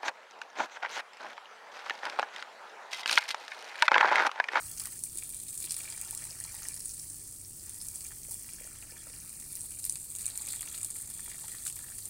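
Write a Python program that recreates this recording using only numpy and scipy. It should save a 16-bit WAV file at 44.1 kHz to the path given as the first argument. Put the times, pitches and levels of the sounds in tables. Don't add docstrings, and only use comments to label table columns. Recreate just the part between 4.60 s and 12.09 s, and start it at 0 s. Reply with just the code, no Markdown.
import sys
import numpy as np
from scipy import signal
from scipy.io import wavfile
from scipy.ndimage import uniform_filter1d

SR = 44100
rng = np.random.default_rng(int(sys.argv[2]) if len(sys.argv) > 2 else 0)


def natural_amplitude(level_db):
    exponent = np.asarray(level_db, float) / 20
    return 10 ** exponent


def log_audio(samples):
    frames = np.atleast_2d(samples).T
    limited = np.clip(frames, -1, 1)
    pcm = np.round(limited * 32767).astype(np.int16)
    wavfile.write(sys.argv[1], SR, pcm)


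N = 330309

# start_s, mulch_spatter_db, puddle_gurgle_db
FLOW = [(0.0, -43.5, -58.5), (0.42, -44.5, -67), (0.64, -46.5, -63.5), (0.96, -41, -66.5),
        (1.2, -42.5, -55.5), (1.75, -45.5, -60), (2.06, -43.5, -57), (2.21, -42, -65), (2.88, -47, -72),
        (3.42, -43.5, -64.5), (3.6, -45.5, -68), (4.34, -48.5, -60.5), (5.21, -41.5, -68.5),
        (5.44, -43, -68.5), (5.9, -42.5, -58.5), (6.42, -41, -63.5), (6.8, -43, -61.5),
        (7.49, -44.5, -60.5)]
# start_s, spatter_lift_db, coarse_drop_lift_db, puddle_lift_db
GUSHES = [(.2, 3.5, 7, 4), (.26, 2, 2.5, 10), (.45, 3.5, -3, -9), (0.582, 6, 3, -4), (.7, 3.5, -4, -2),
          (1.03, 3, 6, -4), (1.12, 2, 5, -3.5), (1.63, 3.5, -0.5, 4.5), (1.81, 1, 0, 1.5), (2.3, 1, 6, -8),
          (3.08, -0.5, 6, 9), (3.5, -2.5, 5.5, 3), (3.71, 6, -3, 2), (3.89, 0.5, 5, 3), (4.05, 2, -6, 3.5),
          (4.95, -2, 7, 0.5), (5.26, 0.5, 10, 5), (5.59, 2, 5, 5), (5.7, -3, 9, 7.5), (5.891, 6, 5, 1),
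          (6.15, 2, 5, 2.5), (6.6, -1.5, 4, 0.5), (6.72, 0, 4, 1.5), (6.86, 2.5, 2, 3), (7.07, 7, 1.5, -7),
          (7.26, -1, -3, 2), (7.388, 2, -1.5, -13)]
# start_s, peak_db
LARGE_DROPS = [(0.1137, -27), (0.1969, -23.5), (0.2165, -32), (0.2559, -25.5), (0.3909, -28), (0.4368, -18),
               (0.4485, -32), (0.5555, -28.5), (0.5704, -34), (0.5829, -34), (0.6348, -25), (0.7016, -30),
               (0.7449, -23.5), (0.7659, -27), (0.7995, -27), (0.8835, -28), (0.8895, -29), (0.928, -32),
               (0.9761, -24), (1.0023, -23), (1.022, -27), (1.0514, -27), (1.1071, -19.5), (1.1198, -18),
               (1.1425, -28), (1.165, -21), (1.1843, -34), (1.2003, -27), (1.216, -29), (1.2432, -30),
               (1.301, -24), (1.3228, -29), (1.334, -33), (1.363, -31), (1.3749, -29), (1.4131, -20),
               (1.4483, -29), (1.5084, -20), (1.5488, -21), (1.5749, -22), (1.8015, -21.5), (1.8385, -24.5),
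               (1.943, -32), (2.0847, -17.5), (2.1412, -26), (2.2559, -23.5),
               (2.3973, -31), (2.499, -27), (3.0937, -26.5), (3.2148, -25.5), (3.2215, -28), (3.2534, -32),
             (3.2673, -31), (3.2847, -25), (3.3489, -31), (3.3568, -24), (3.408, -34), (3.4459, -31),
             (3.4659, -27), (3.644, -32), (3.712, -36), (3.742, -27), (3.9342, -26.5), (4.4992, -38),
             (4.694, -28), (4.7986, -28), (4.9282, -27), (4.953, -22.5), (4.9696, -29), (5.0068, -26),
             (5.015, -26), (5.0403, -29), (5.0586, -35), (5.1378, -35), (5.1876, -30), (5.1934, -30),
               (5.2313, -28), (5.2407, -24), (5.2514, -20.5), (5.2628, -23), (5.2957, -14.5),
                (5.3056, -30), (5.3232, -22), (5.3553, -21), (5.4151, -33.5), (5.5147, -28.5),
                (5.551, -21.5), (5.5611, -20), (5.5851, -27), (5.6157, -26), (5.6563, -14.5), (5.664, -16),
                (5.679, -24), (5.6875, -28), (5.7003, -27), (5.7566, -27), (5.7747, -19), (5.8186, -26.5),
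                (5.8682, -29), (5.8845, -33), (5.9074, -28), (5.9225, -31), (5.9306, -30), (5.9505, -29),
                (5.9597, -24), (6.0076, -24), (6.02, -24), (6.126, -32), (6.153, -33), (6.1776, -23),
                (6.2131, -25), (6.2302, -20), (6.246, -16), (6.303, -23.5), (6.3642, -27), (6.3845, -27),
                (6.4029, -36), (6.5753, -29), (6.6046, -25.5), (6.6614, -28), (6.8092, -34), (6.9166, -32),
                (6.9503, -26), (7.0218, -31), (7.052, -26), (7.064, -27), (7.0771, -24), (7.0983, -24),
                (7.383, -29.5), (7.4544, -23.5)]
# start_s, peak_db
DRY_LEAF_TICKS = [(0.1137, -34), (0.1968, -37), (0.4366, -31), (0.6979, -34), (1.0313, -30), (1.0511, -35),
                  (1.1873, -30), (1.413, -28), (1.5083, -32), (1.5487, -32), (1.9497, -31), (3.2842, -36),
                  (4.9249, -33), (4.9535, -33), (4.9637, -32), (5.0584, -38), (5.2415, -37), (5.2509, -24),
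                  (5.5513, -37), (5.6564, -36), (5.7742, -37), (5.7855, -31), (6.0829, -36), (6.246, -31),
                  (6.6431, -30)]
# start_s, peak_db, pitch_hz
HEAVY_SLAPS = [(0.1755, -41, 5890), (0.437, -40, 5800), (0.4978, -45, 5560), (0.8864, -44, 5170),
               (1.0956, -39, 5100), (1.1078, -30.5, 5540), (1.1424, -37, 5170), (1.475, -48, 5710),
               (1.7075, -40.5, 5030), (1.943, -46, 6160), (2.0682, -45, 5430), (2.293, -37, 6440),
               (2.3953, -40.5, 5400), (2.848, -47, 5400), (3.203, -47, 5030), (3.4072, -45.5, 4970),
               (3.4471, -41, 6200), (4.531, -48, 5050), (4.9591, -40.5, 5800), (5.241, -38.5, 5030),
               (5.2952, -32.5, 5900), (5.357, -43, 4770), (5.7548, -48, 4120), (5.8845, -40, 5400),
               (5.9035, -42.5, 4070), (5.923, -43, 4240), (6.1434, -50, 4150), (6.6997, -43, 6200),
               (7.0634, -47, 4000)]
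# start_s, peak_db, pitch_hz
LIGHT_SLAPS = [(0.1156, -43, 4750), (0.1374, -45, 4600), (0.1824, -31, 6340), (0.202, -33.5, 5100),
               (1.0311, -38, 5120), (1.0418, -39, 4100), (1.1842, -47, 6430), (1.2047, -42, 4610),
               (1.324, -36, 4800), (1.508, -44, 5710), (1.5487, -40, 5200), (1.5754, -37, 6300),
               (1.8016, -41, 6330), (1.8485, -40.5, 4130), (1.8791, -55, 4600), (1.8931, -47, 6230),
               (2.0233, -49, 4400), (2.0317, -31.5, 6540), (2.0514, -36, 6080), (2.1335, -42, 4570),
               (2.175, -38, 5500), (2.208, -37, 5250), (2.9963, -44.5, 4800), (3.2132, -36, 5000),
               (3.2844, -39, 6160), (3.632, -38, 6390), (3.9625, -39, 6330), (4.0427, -37.5, 6300),
               (4.308, -41, 5160), (4.5632, -43, 4720), (4.6014, -38, 6120), (4.9077, -48, 4720),
               (5.6435, -41, 4540), (5.6785, -36, 6180), (5.718, -40, 4600), (5.7962, -40, 4330),
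               (5.861, -31, 6450), (6.0287, -41, 4360), (6.0725, -35, 5900), (6.0862, -29, 6150),
               (6.8094, -43, 6430), (6.984, -40.5, 4270), (7.424, -43, 4400)]
# start_s, peak_db, pitch_hz
PLOPS = [(0.023, -37, 1210), (0.271, -33, 1160), (0.624, -31, 2360), (1.042, -33, 2400), (1.205, -31, 2350),
         (1.277, -31, 2330), (1.529, -36, 860), (1.622, -33, 1760), (1.942, -38, 885), (2.053, -30, 1920),
         (3.452, -37, 2300), (3.519, -36, 1600), (3.89, -34.5, 2370), (4.074, -38, 1390),
         (4.226, -30, 2610), (4.367, -35, 1770), (5.358, -33, 2660), (5.551, -35.5, 2960),
         (5.679, -35, 2320), (5.868, -44, 2450), (5.937, -29.5, 2030), (6.029, -30, 1920),
         (6.076, -29.5, 2580), (6.143, -32.5, 2920), (6.594, -32.5, 1780), (6.679, -38, 1250),
         (6.716, -30.5, 1950), (6.841, -35.5, 866), (7.064, -28, 1470), (7.241, -35.5, 1580),
         (.555, -38.5, 368), (1.042, -37, 338), (1.712, -43, 605), (3.685, -42, 534), (4.011, -37, 530),
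         (4.049, -41, 570), (4.068, -45, 640), (4.322, -39, 517), (4.469, -38.5, 564), (4.5, -44, 484),
         (6.679, -38.5, 910),
         (1.073, -31, 2780), (1.142, -37.5, 2220), (1.2535, -33.5, 2280), (1.3249, -44, 2280),
         (1.376, -35, 1790), (1.418, -37, 2300), (1.6048, -50, 1850), (2.1097, -38, 2310),
         (3.0727, -46, 1980), (3.6496, -40.5, 2290), (3.8446, -38, 1950), (4, -40, 2240),
         (4.0214, -39, 2380), (4.324, -46, 1390), (4.538, -36, 2420), (5.1186, -39.5, 2840),
         (5.2405, -50, 2400), (5.6462, -34.5, 2730), (6.0137, -32.5, 2730), (6.177, -35, 2900),
         (6.357, -38, 1960), (6.6603, -35.5, 1910), (6.7447, -32.5, 1910), (6.8942, -42, 2420),
         (6.9472, -36, 1920), (7.079, -31, 2920), (7.1917, -38, 1710), (7.2844, -39, 1810),
         (7.3203, -36, 1760), (7.3846, -38.5, 1870)]
# start_s, peak_db, pitch_hz
BURBLES = [(0.203, -42, 1870), (0.2568, -46, 2420), (0.3283, -44, 2060), (0.464, -47, 2420),
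           (0.5893, -46, 2370), (0.7357, -48, 2330), (1.0212, -43, 2410), (1.1294, -50, 2340),
           (1.166, -43, 2280), (1.3503, -46, 2300), (1.483, -39, 3300), (1.509, -46, 3240),
           (1.8, -55, 2790), (1.8926, -55, 2780), (1.954, -44, 1890), (1.9944, -43, 1800),
           (2.175, -45.5, 1720), (2.1994, -53, 2540), (2.348, -55, 1960), (2.377, -53, 2490),
           (3.5073, -44, 1760), (3.756, -51, 2640), (3.9842, -43.5, 1730), (4.155, -43, 2800),
           (4.3015, -51, 2370), (4.4987, -44, 1930), (4.6194, -49, 2460), (4.8249, -46, 1980),
           (4.9712, -45, 2920), (5.1377, -50, 2380), (5.172, -47, 2380), (5.2636, -46, 2170),
           (5.627, -54, 2320), (5.657, -44, 2330), (5.703, -48, 2340), (5.754, -44, 2400),
           (5.8601, -47, 2270), (5.877, -35, 2460), (5.994, -38, 3100), (6.056, -43, 2420),
           (6.2097, -45, 2410), (6.2304, -50, 2430), (6.5766, -55, 2220), (6.8835, -41.5, 1910),
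           (6.9204, -43, 1890), (7.045, -52, 2470), (7.1004, -38, 2910), (7.1666, -43, 2030)]
# start_s, peak_db, pitch_hz
GULPS = [(0.048, -50, 1300), (0.217, -41, 1100), (0.257, -51, 1140), (1.326, -47, 940), (1.433, -48, 880),
         (1.474, -47, 885), (1.852, -42.5, 950), (2.021, -40.5, 1450), (3.713, -46, 854),
         (4.469, -45, 1320), (5.04, -49, 845), (5.811, -43, 1140), (5.868, -47, 1140), (5.966, -49, 930),
         (6.947, -46, 1290)]
# frequency_hz, level_per_hz_db
SPRAY_COLOUR = [(1760, -29), (3000, -20), (3620, -28), (4260, -11), (6000, -6), (7000, -1.5), (7890, 5),
                (8820, 5.5), (9600, 1), (10600, -0.5), (11600, -5), (13500, -8), (16500, -9)]
# frequency_hz, level_per_hz_db
PUDDLE_COLOUR = [(250, -25), (500, -6), (1000, -5.5), (2000, -3), (3000, -8.5), (4500, -8.5), (8000, -22)]
# pitch_hz, width_hz, level_db
HOLLOW = [(885, 82, 0.5), (1345, 160, 0.5), (1760, 68, 3), (1920, 39, 8), (2360, 117, 9), (2780, 53, 8),
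          (3330, 190, 11)]
# start_s, commonest_pocket_hz, ground_bounce_notch_hz
LANDING = [(0, 1490, 3640), (.3, 1300, 3660), (.7, 2420, 3620), (1.15, 2350, 3800), (1.4, 2350, 3600),
           (1.5, 900, 3520), (1.62, 1900, 3500), (2.1, 1920, 3500), (3, 1730, 3800), (3.9, 2300, 3700),
           (4.4, 1400, 3540), (4.6, 2350, 3450), (5.4, 2440, 3300), (6.1, 2360, 3030), (6.6, 1900, 2780),
           (7.0, 1900, 3120), (7.2, 1760, 3300), (7.49, 1800, 3650)]
# start_s, port_resonance_factor, finest_mist_db, shoulder_at_5600_hz_db
AIM = [(0, 1.034, 1, -1), (.6, 1.063, 0, -4.5), (1.1, 1.032, 0, -4.5), (1.7, 1.033, 0, 0.5),
       (2.3, 1.042, -1, -1), (2.9, 1.027, 0, 0), (3.4, 1.03, -0.5, -1), (3.8, 1.04, 1, 0),
       (4.1, 1.007, -3, -1), (4.5, 1.05, -1, -1.5), (4.9, 1.064, 0, -2.5), (5.4, 1.038, 0, -6.5),
       (5.896, 1.01, -0.5, -9), (6.4, 1.037, -1.5, -8), (6.9, 1.018, 0.5, -5), (7.49, 1.046, 2, -4)]
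# start_s, dip_hz, dip_db, top_air_db, ground_notch_db
SHADE = [(0, 12300, -4, 6, -19), (.7, 11350, -8, 0, 5), (1.25, 11300, -10, -1, -0.5),
         (1.75, 12100, -6, 3, -13), (2.3, 11800, -8, 4, -9), (2.8, 12000, -3, 5, -2),
         (3.3, 13300, 0, 5, -5), (4.2, 13200, 0, 6, -12), (4.7, 11500, -6, 4, -12),
         (5.2, 11500, -8, -3, -7), (5.7, 10700, -6.5, -1, -5), (6.5, 11060, -8, -2, -1.5),
         (7.49, 11150, -6, 0, -2.5)]
# delay_s, level_db
KERB = [
    (.00210, -42.5),
    (.0043, -20),
]
# frequency_hz, level_per_hz_db
RUMBLE_COLOUR = [(12, -37), (20, 5), (103, -0.5), (201, -9), (262, -9.5), (408, -13), (456, -18.5),
                 (1320, -29.5), (1580, -37), (2510, -36), (4000, -41), (5200, -55), (8800, -120)]
# pitch_hz, width_hz, level_db
HUM = [
    (101.5, 9.2, -66.5),
    (147, 6.7, -70),
    (199.8, 5.7, -77.5),
    (299.3, 2.6, -78),
]


def evened(x):
    return x / np.sqrt(np.mean(x ** 2) + 1e-20)


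def colour(x, points):
    f, db = np.transpose(points)
    hz = abs(np.fft.fftfreq(4096, 1 / SR))
    log_gain = np.log(natural_amplitude(np.interp(np.log(hz + 1), np.log(f), db)))
    minimum_phase = np.exp(np.conj(signal.hilbert(log_gain)))
    taps = np.fft.ifft(minimum_phase).real[:2048]
    return signal.oaconvolve(x, taps)[:len(x)]


def band(x, lo_hz, hi_hz):
    sos = signal.butter(2, [lo_hz, min(hi_hz, 0.45 * SR)], "band", fs=SR, output="sos")
    return signal.sosfilt(sos, x)


def drift(hz):
    step = 64
    pole = np.exp(-2 * np.pi * hz * step / SR)
    slow = signal.lfilter([1], np.poly([pole] * 2), rng.standard_normal(N // step + 2))
    return np.interp(np.arange(N) / step, np.arange(len(slow)), evened(slow))


def follow(t, table):
    s, *columns = np.transpose(table)
    return [np.interp(t, s, column) for column in columns]


def add(mix, s, sound):
    part = mix[round(s * SR):][:len(sound)]
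    part += sound[:len(part)]


def peaked(x):
    return x / abs(x).max()


def flow():
    t = np.arange(N) / SR
    spray_db, puddle_db = follow(t, FLOW)
    coarse_db = -15 + 0.5 * (puddle_db - spray_db + 19)
    levels = np.array([spray_db, coarse_db, puddle_db])
    rise_s, fall_s = 0.024, 0.057
    for s, *lift_db in GUSHES:
        near = slice(max(round((s - 0.3) * SR), 0), round((s + 0.5) * SR))
        from_peak = t[near] - s
        hump = np.exp(-abs(from_peak) / np.where(from_peak < 0, rise_s, fall_s))
        levels[:, near] += np.outer(lift_db, hump)
    return levels


def breakup(listed):
    blobs_per_s, shower_t60_s, rest = 75, 0.041, 0.33
    rate = blobs_per_s * np.exp(0.5 * drift(blobs_per_s))
    lands = np.diff(np.floor(np.cumsum(rate) / SR), prepend=0)
    lands = lands * natural_amplitude(2.5 * rng.standard_normal(N))
    for s, db in listed:
        add(lands, s, natural_amplitude([0.5 * (db + 25.5)]))
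    shower = signal.lfilter([1], [1, -natural_amplitude(-60 / (shower_t60_s * SR))], lands)
    return rest + evened(shower)


def bubble(hz, cycles, glide):
    t = np.arange(900) / SR
    age = t * hz / cycles
    climb = 1 + glide * np.minimum(age, 3)
    return (1 - np.exp(-t * hz * 3)) * np.exp(-age) * np.sin(2 * np.pi * hz * t * climb)


def drops(shower, per_s, spread_db, lo_hz, hi_hz, cycles, count=10):
    falls = rng.random(N) < per_s * shower / SR
    spread = natural_amplitude(spread_db * np.minimum(rng.exponential(1, N), 2.8))
    size = falls * shower * spread * rng.choice([-1, 1], N)
    kind = rng.integers(0, count, N)
    out = np.zeros(N)
    for k, hz in enumerate(np.geomspace(lo_hz, hi_hz, count)):
        ring = bubble(hz, cycles, 0.0926)
        ring = np.sqrt(hz) * ring / np.linalg.norm(ring)
        out += signal.oaconvolve(size * (kind == k), ring)[:N]
    return out / np.sqrt(abs(uniform_filter1d(out ** 2, 4000)) + 1e-6)


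def spatter(shower, spray_db, coarse_db):
    fine = drops(shower, per_s=3000, spread_db=9.0, lo_hz=4800, hi_hz=17000, cycles=1.64)
    ticks = drops(shower[::-1] ** 0.49, per_s=79, spread_db=10.0, lo_hz=11500, hi_hz=15000, cycles=3.3, count=4)
    hiss = shower ** 0.51 * rng.standard_normal(N)
    fine = evened(colour(fine + 0.42 * ticks + 1.18 * hiss, SPRAY_COLOUR))
    coarse = drops(shower ** 0.51, per_s=900, spread_db=3.5, lo_hz=3800, hi_hz=5800, cycles=2.8)
    return natural_amplitude(spray_db - 1.0) * (fine + natural_amplitude(coarse_db + 1.0) * coarse)


def splats(listed):
    t, out = np.arange(500) / SR, np.zeros(N)
    spit = rng.standard_normal((len(listed), len(t)))
    snaps = spit * (np.exp(-t / 0.00067) + 0.052 * np.exp(-t / 0.0007))
    crisp, body, air = band(snaps, 7520, 10170), band(snaps, 4150, 4980), band(snaps, 10000, 22000)
    for i, (s, db) in enumerate(listed):
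        sound = natural_amplitude(db + 0.5) * peaked(crisp[i])
        sound += natural_amplitude(db - 24.5) * peaked(body[i])
        sound += natural_amplitude(db - 16) * peaked(air[i])
        add(out, s + 0.0008, sound)
    return out


def leaf_ticks():
    t, out = np.arange(500) / SR, np.zeros(N)
    noise = rng.standard_normal((len(DRY_LEAF_TICKS), len(t)))
    ticks = band(noise * np.exp(-t / 0.00092), 8300, 15500)
    for (s, db), tick in zip(DRY_LEAF_TICKS, ticks):
        add(out, s + 0.0004, natural_amplitude(db + 4.0) * peaked(tick))
    return out


def leaf_slaps():
    out = np.zeros(N)
    for slaps, gain_db in [(HEAVY_SLAPS, 9.5), (LIGHT_SLAPS, 3.5)]:
        for s, db, hz in slaps:
            add(out, s + 0.00037, natural_amplitude(db + gain_db) * peaked(bubble(hz, 4.3, 0.011)))
    return out


def gurgle(shower, puddle_db):
    small = drops(shower ** 0.44, per_s=1100, spread_db=4.0, lo_hz=439.6, hi_hz=3450, cycles=4.46, count=18)
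    wash = 0.5 * np.sqrt(abs(shower)) * rng.standard_normal(N)
    return natural_amplitude(puddle_db - 4.5) * evened(colour(small + wash, PUDDLE_COLOUR))


def plops():
    out = np.zeros(N)
    faint = [(s, db + 4.5, hz) for s, db, hz in BURBLES + GULPS]
    pockets = PLOPS + faint
    fade = np.exp(-np.arange(900) / SR / 0.0089)
    ticks = band(rng.standard_normal((len(pockets), 900)) * fade, 480, 3500)
    for (s, db, hz), tick in zip(pockets, ticks):
        ring = bubble(hz, 1.78, 0.0077)
        add(out, s, natural_amplitude(db - 10.5) * (peaked(ring) + 0.37 * peaked(tick)))
    return out


def hollow(x):
    pocket_hz, _ = follow(np.arange(N) / SR, LANDING)
    rings = np.zeros(N)
    for hz, width_hz, db in HOLLOW:
        near_db = 2.5 * np.exp(-(np.log(hz / pocket_hz) / 0.16) ** 2)
        ring = signal.lfilter(*signal.iirpeak(hz, hz / width_hz, SR), x)
        rings += natural_amplitude(db + near_db + 2.5 * drift(12)) * ring
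    return x + 0.5 * rings


def aimed(x):
    hz, t, z = signal.stft(x, SR, nperseg=256, noverlap=128)
    hz = hz[:, None] + 1
    port_factor, mist_db, shoulder_db = follow(t, AIM)
    pocket_hz, notch_hz = follow(t, LANDING)
    dip_hz, dip_db, air_db, depth_db = follow(t, SHADE)
    wander = drift(16)[np.minimum((t * SR).astype(int), N - 1)]
    notch_hz = notch_hz * (1 + 0.051 * wander)
    f, db = np.transpose(SPRAY_COLOUR[3:])
    slid = np.log(hz) - np.log(port_factor) * (1 + 0.12 * (hz > 9500))
    change_db = np.interp(slid, np.log(f), db) - np.interp(np.log(hz), np.log(f), db)
    change_db += mist_db * np.clip((hz - 11000) / 1500, 0, 1)
    change_db += shoulder_db * np.exp(-((hz - 5600) / 900) ** 2)
    change_db += 1.2 * np.exp(-(np.log(hz / pocket_hz) / 0.1) ** 2) - 1.21 * (hz < 2600)
    change_db += dip_db * np.exp(-((hz - dip_hz) / 600) ** 2)
    change_db += air_db * np.clip((hz - 13800) / 1400, 0, 1)
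    change_db += depth_db * np.exp(-((hz - notch_hz) / 230) ** 2)
    return signal.istft(z * natural_amplitude(change_db), SR, nperseg=256, noverlap=128)[1][:N]


def bed(x):
    tail_db, t60_s, turns_per_s, count = -9, 0.13, 9, 5
    dull, out = band(x, 110, 7200), x.copy()
    for s, db in KERB:
        add(out, s, natural_amplitude(db) * dull)
    t = np.arange(4000) / SR
    tails = rng.standard_normal((count, len(t))) * natural_amplitude(-60 * t / t60_s) * (t > 0.0006)
    turn = np.arange(N) / SR * turns_per_s % count
    for k, tail in enumerate(tails):
        away = abs((turn - k + count / 2) % count - count / 2)
        share = np.cos(np.pi / 2 * np.minimum(away, 1))
        out += natural_amplitude(tail_db) * signal.oaconvolve(share * x, tail / np.linalg.norm(tail))[:N]
    return out


def town():
    out = natural_amplitude(-59) * evened(colour(rng.standard_normal(N), RUMBLE_COLOUR))
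    for hz, width_hz, db in HUM:
        waver = 1.05 + drift(width_hz / 2) + 1j * drift(width_hz / 2)
        line = waver * np.exp(2j * np.pi * hz * np.arange(N) / SR)
        out += natural_amplitude(db) * evened(line.real)
    return out


def scene():
    listed = LARGE_DROPS
    shower = breakup(listed)
    spray_db, coarse_db, puddle_db = flow()
    shower = shower ** np.clip(1.5 + 0.49 * (spray_db + 41), 0.3, 1.15)
    high = spatter(shower, spray_db, coarse_db) + splats(listed) + leaf_ticks() + leaf_slaps()
    low = hollow(gurgle(shower, puddle_db) + plops())
    return (bed(aimed(high + low)) + town())[None]


def top_cut(x):
    return signal.sosfilt(signal.butter(12, 15800, fs=SR, output="sos"), x)


def record(dry):
    low_pass = signal.firwin(601, 15920, fs=SR)
    thin = signal.oaconvolve(dry, low_pass[None], "same")
    return top_cut(thin + natural_amplitude(-26.5) * dry)


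dry = scene()
out = record(dry)
log_audio(out)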